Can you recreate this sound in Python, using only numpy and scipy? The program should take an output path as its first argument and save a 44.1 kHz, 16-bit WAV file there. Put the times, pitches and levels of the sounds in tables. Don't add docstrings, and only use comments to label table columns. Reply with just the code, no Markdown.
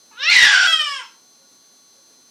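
import sys
import numpy as np
from scipy import signal
from scipy.fft import rfft, irfft
from scipy.io import wavfile
from scipy.ndimage import uniform_filter1d

SR = 44100
rng = np.random.default_rng(int(sys.argv[2]) if len(sys.argv) > 2 else 0)


def transcribe(signal):
    frames = np.atleast_2d(signal).T
    limited = np.clip(frames, -1, 1)
    pcm = np.round(limited * 32767).astype(np.int16)
    wavfile.write(sys.argv[1], SR, pcm)


def level_to_linear(level):
    exponent = np.asarray(level, float) / 20
    return 10 ** exponent


N = 101429

# [t/s, level/dB]
RISE_EFFORT = [
    (0.11, -51.5),
    (0.164, -45),
    (0.208, -25.5),
    (0.305, -8.5),
]
# [t/s, level/dB, ring against buzz/dB]
YOWL_EFFORT = [
    (.305, -10.5, -4),
    (.32, -7.5, -7),
    (.36, -7.5, -5.5),
    (.42, -6.5, -4),
    (.46, -7, -5.5),
    (.505, -10.5, -9),
    (.54, -12, 4),
    (.6, -14.5, 0),
    (.668, -14, 2.5),
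]
# [t/s, level/dB]
FALL_EFFORT = [
    (0.668, -15.5),
    (0.696, -14),
    (0.72, -18),
    (0.728, -10),
    (0.78, -21.5),
    (0.812, -15.5),
    (0.828, -22),
    (0.986, -28.5),
    (1.06, -47.5),
]
# [t/s, f/Hz]
RISE_PITCH = [(.11, 470), (.135, 415), (.16, 435), (.18, 478), (.2, 517), (.22, 550), (.24, 598),
              (.28, 672), (.305, 728)]
# [t/s, f/Hz]
YOWL_FOLD_RATE = [(.305, 830), (.39, 968), (.445, 960), (.47, 860), (.52, 805), (.56, 765), (.668, 752)]
# [t/s, f/Hz]
FALL_PITCH = [(.668, 663), (.715, 659), (.74, 640), (.8, 616), (.89, 573), (.92, 565), (.985, 524),
              (1.01, 478), (1.06, 415)]
# [t/s, f/Hz]
RING_PITCH = [(.305, 2130), (.355, 2120), (.37, 1960), (.445, 1925), (.456, 1745), (.49, 1700), (.52, 1605),
              (.555, 1525), (.668, 1508)]
# [multiple of the first resonance, level/dB]
RING_PARTIALS = [(1, 0), (2, -21), (3, -20.5)]
# [t/s, first resonance f/Hz, second resonance f/Hz, second level/dB, upper level/dB]
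MOUTH_SHAPE = [(.11, 930, 2300, -7.5, -37), (.2, 1500, 2870, -16.5, -8), (.3, 2320, 4240, -6.5, -14.5),
               (.43, 1827, 3700, -5, -15), (.52, 1526, 3280, -13.5, -15.5), (.66, 1630, 3600, -17, -6),
               (.68, 1300, 3065, 13, -13), (.85, 1276, 2980, 13.5, -5.5), (1.03, 1050, 3200, -8.5, -16.5)]
# [f/Hz, width/Hz, level/dB]
RISE_THROAT = [(470, 150, 8), (2690, 900, 8.5), (3700, 500, 5), (5360, 600, -3.5), (7500, 510, -13.5)]
# [f/Hz, width/Hz, level/dB]
YOWL_THROAT = [(2853, 1800, 3.5), (4650, 790, -2), (5517, 700, -1.5), (7300, 920, -9), (8650, 850, -8)]
# [f/Hz, width/Hz, level/dB]
FALL_THROAT = [(450, 250, 5), (1712, 1400, 12), (2600, 590, 4.5), (4460, 410, -4), (5225, 600, 1),
               (7334, 1600, -13.5), (8520, 900, -9.5)]
# [f/Hz, level/dB]
RISE_COLOUR = [(300, -11), (650, -19), (1000, 0.5), (2000, -4), (5600, 2), (6600, -6), (9000, -19.5),
               (13000, -48.5)]
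# [f/Hz, level/dB]
YOWL_COLOUR = [(300, -43.5), (600, -14.5), (1000, -4.5), (2000, 0.5), (6300, 6), (9000, -5), (10000, -11),
               (16000, -44)]
# [f/Hz, level/dB]
FALL_COLOUR = [(300, -16), (650, -17.5), (1000, -1), (2000, -5.5), (5800, 5.5), (6600, 5), (9300, 0),
               (13000, 6.5)]
# [f/Hz, time to fall 60 dB/s]
ROOM_DECAY = [(300, .36), (1200, .36), (3000, 0.32), (6000, 0.39), (10000, 0.15)]
# [f/Hz, rms level/dB]
MOTOR_TONES = [(1125, -73), (1443, -76.5), (3488, -75.5), (3989, -77.5), (4113, -61), (4231, -76.5),
               (4484, -66), (4732, -78.5), (5728, -83.5), (5975, -70.5), (6164, -56), (6971, -89.5),
               (7224, -92), (7472, -85), (8220, -76.5), (9711, -79), (9959, -77.5), (10212, -79.5),
               (10277, -84), (11208, -78.5), (12333, -71.5), (14390, -78.5)]
# [f/Hz, level per Hz/dB]
HISS_COLOUR = [(35, -58), (60, -24), (248, -3.5), (2650, -16.5), (4030, -7.5), (4960, -6.5), (5980, -9),
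               (15500, -29.5)]
# [f/Hz, width/Hz, level/dB]
CAMERA_BODY = [(250, 58.4, 1.5), (4404, 1240, -5), (5600, 1300, 1.5), (7000, 1100, -0.5), (10200, 900, 7.5)]
# [t/s, length/s, f/Hz, level/dB]
DISTANT_HOOTS = [
    (1.37, .11, 541, -65),
    (1.95, .08, 545, -64),
    (1.42, .05, 1440, -69),
]


def cat():
    return clear_rise() + harsh_buzz() + throat_ring() + clear_fall()


def clear_rise():
    t = np.arange(N) / SR
    breath = np.interp(t, [RISE_EFFORT[0][0], 0.19], [0.6, 0.11])
    return voice(RISE_PITCH, RISE_EFFORT, 0.005, breath, 1.7, RISE_THROAT, RISE_COLOUR)


def harsh_buzz():
    effort = np.array(YOWL_EFFORT)[:, :2]
    buzz = voice(YOWL_FOLD_RATE, effort, 0.08, 0.5, 1, YOWL_THROAT, YOWL_COLOUR)
    return level_to_linear(-3.5) * buzz


def throat_ring():
    t = np.arange(N) / SR
    s, db, ring_db = np.transpose(YOWL_EFFORT)
    lines = choking_line(YOWL_FOLD_RATE, 0.99, -25)
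    for multiple, partial_db in RING_PARTIALS:
        lines = lines + choking_line(RING_PITCH, multiple, partial_db)
    lines = lines / np.sqrt(uniform_filter1d(lines ** 2, size=1800))
    return lines * level_to_linear(np.interp(t, s, db + ring_db)) * stretch_gate(t, s)


def clear_fall():
    t = np.arange(N) / SR
    breath = np.interp(t, [0.97, FALL_EFFORT[-1][0]], [0.015, 0.35])
    return voice(FALL_PITCH, FALL_EFFORT, 0.0016, breath, 0.33, FALL_THROAT, FALL_COLOUR)


def voice(pitch, effort, jitter, breath, throb_db, upper, colour):
    t = np.arange(N) / SR
    s, db = np.transpose(effort)
    rate_hz = np.interp(t, *np.transpose(pitch)) * (1 + jitter * drift(0.003))
    turns = np.cumsum(rate_hz) / SR
    folds = np.zeros(N)
    for k in range(1, 22):
        wander = level_to_linear(3 * drift(0.022))
        folds += wander * np.cos(2 * np.pi * k * turns + k * k / 7)
    puffs = (0.4 + np.exp(-(turns % 1) / 0.3)) * rng.standard_normal(N)
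    sound = throat((1 - breath) * evened(folds) + breath * evened(puffs), upper, colour)
    sound = sound / np.sqrt(uniform_filter1d(sound ** 2, size=1000) + 1e-12)
    loudness = level_to_linear(np.interp(t, s, db) + throb_db * drift(0.0052))
    return sound * stretch_gate(t, s) * loudness


def throat(x, upper, colour):
    first_width_hz, second_width_hz = 260, 420
    hz, t, z = signal.stft(x, SR, nperseg=512, noverlap=448)
    hz, rows = hz[:, None], np.transpose(MOUTH_SHAPE)
    first, second, second_db, upper_db = (np.interp(t, rows[0], row) for row in rows[1:])
    power = bump(hz, first, first_width_hz) ** 2
    power = power + (level_to_linear(second_db) * bump(hz, second, second_width_hz) ** 2) ** 2
    for f, width, db in upper:
        power += (level_to_linear(upper_db + db) * bump(hz, f, width) ** 2) ** 2
    shaped = z * np.sqrt(power) * level_to_linear(read(colour, hz))
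    return signal.istft(shaped, SR, nperseg=512, noverlap=448)[1][:N]


def choking_line(pitch, multiple, db):
    turns = np.cumsum(np.interp(np.arange(N) / SR, *np.transpose(pitch))) / SR
    swell_s = 0.0055
    swell = 0.4 + (drift(swell_s) + 1j * drift(swell_s)) / 2
    return level_to_linear(db) * np.sqrt(2) * (swell * np.exp(2j * np.pi * multiple * turns)).real


def stretch_gate(t, s):
    return np.clip(np.minimum(t - s[0], s[-1] - t) / 0.007 + 0.5, 0, 1)


def bedroom(x):
    taps = np.zeros(SR // 2)
    at = np.arange(100, len(taps) - 20, 20)
    taps[at + rng.integers(0, 20, len(at))] = rng.choice([-1., 1.], len(at))
    hz, t, z = signal.stft(taps, SR, nperseg=256)
    decay = level_to_linear(-60 * t / read(ROOM_DECAY, hz)[:, None])
    tail = signal.istft(z * decay, SR, nperseg=256)[1]
    return signal.fftconvolve(x, evened(tail) / np.sqrt(len(tail)))[:N]


def motor_whine():
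    waver_hz, waver_db = 0.5, 0.5
    whine = np.zeros(N)
    for hz, db in MOTOR_TONES:
        level = np.sqrt(2) * level_to_linear(db + waver_db * drift(0.03))
        turns = np.cumsum(hz + waver_hz * hz / 5000 * drift(0.05)) / SR
        whine += level * np.sin(2 * np.pi * (turns + rng.random()))
    return whine


def hiss():
    hz = np.fft.rfftfreq(N, 1 / SR)
    shape_db = read(HISS_COLOUR, hz)
    for f, width, db in CAMERA_BODY:
        shape_db = shape_db + db * bump(hz, f, width) ** 2
    noise = irfft(rfft(rng.standard_normal(N)) * level_to_linear(shape_db), N)
    return level_to_linear(-57.5 + 0.588 * drift(0.05)) * evened(noise)


def ticks():
    ring_hz, t60_s, turns_per_s, first_s = 8650, 0.025, 13.15, 0.0045
    since = (np.arange(N) / SR - first_s) % (1 / turns_per_s)
    band = signal.butter(2, [ring_hz - 200, ring_hz + 200], "bandpass", fs=SR)
    metal = evened(signal.lfilter(*band, rng.standard_normal(N)))
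    return level_to_linear(-70.5 - 60 * since / t60_s) * metal


def hoots():
    t = np.arange(N) / SR
    out = np.zeros(N)
    for s, length, hz, db in DISTANT_HOOTS:
        swell = np.sin(np.pi * np.clip((t - s) / length, 0, 1)) ** 0.7
        out += level_to_linear(db) * swell * np.sqrt(2) * np.sin(2 * np.pi * hz * t)
    return out


def evened(x):
    return x / np.sqrt(np.mean(x ** 2) + 1e-20)


def read(points, hz):
    f, value = np.transpose(points)
    return np.interp(np.log(hz + 1), np.log(f + 1), value)


def drift(length_s, size=N):
    n = max(round(length_s * SR), 2)
    return evened(uniform_filter1d(uniform_filter1d(rng.standard_normal(size), n), n))


def bump(hz, centre_hz, width_hz):
    return 1 / np.sqrt(1 + (2 * (hz - centre_hz) / width_hz) ** 2)


def scene():
    call = cat()
    near = level_to_linear(-2.5) * call + level_to_linear(-7) * bedroom(call)
    background = motor_whine() + hiss() + ticks() + hoots()
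    return (near + background)[None]


def band_limit(x):
    return signal.sosfilt(signal.butter(12, 15740, fs=SR, output="sos"), x)


def record(dry):
    ceiling, knee, lean = 0.7, 9, 0.01
    lifted = dry + lean
    mix = lifted / (1 + abs(lifted / ceiling) ** knee) ** (1 / knee) - lean
    return band_limit(mix)


dry = scene()
out = record(dry)
transcribe(out)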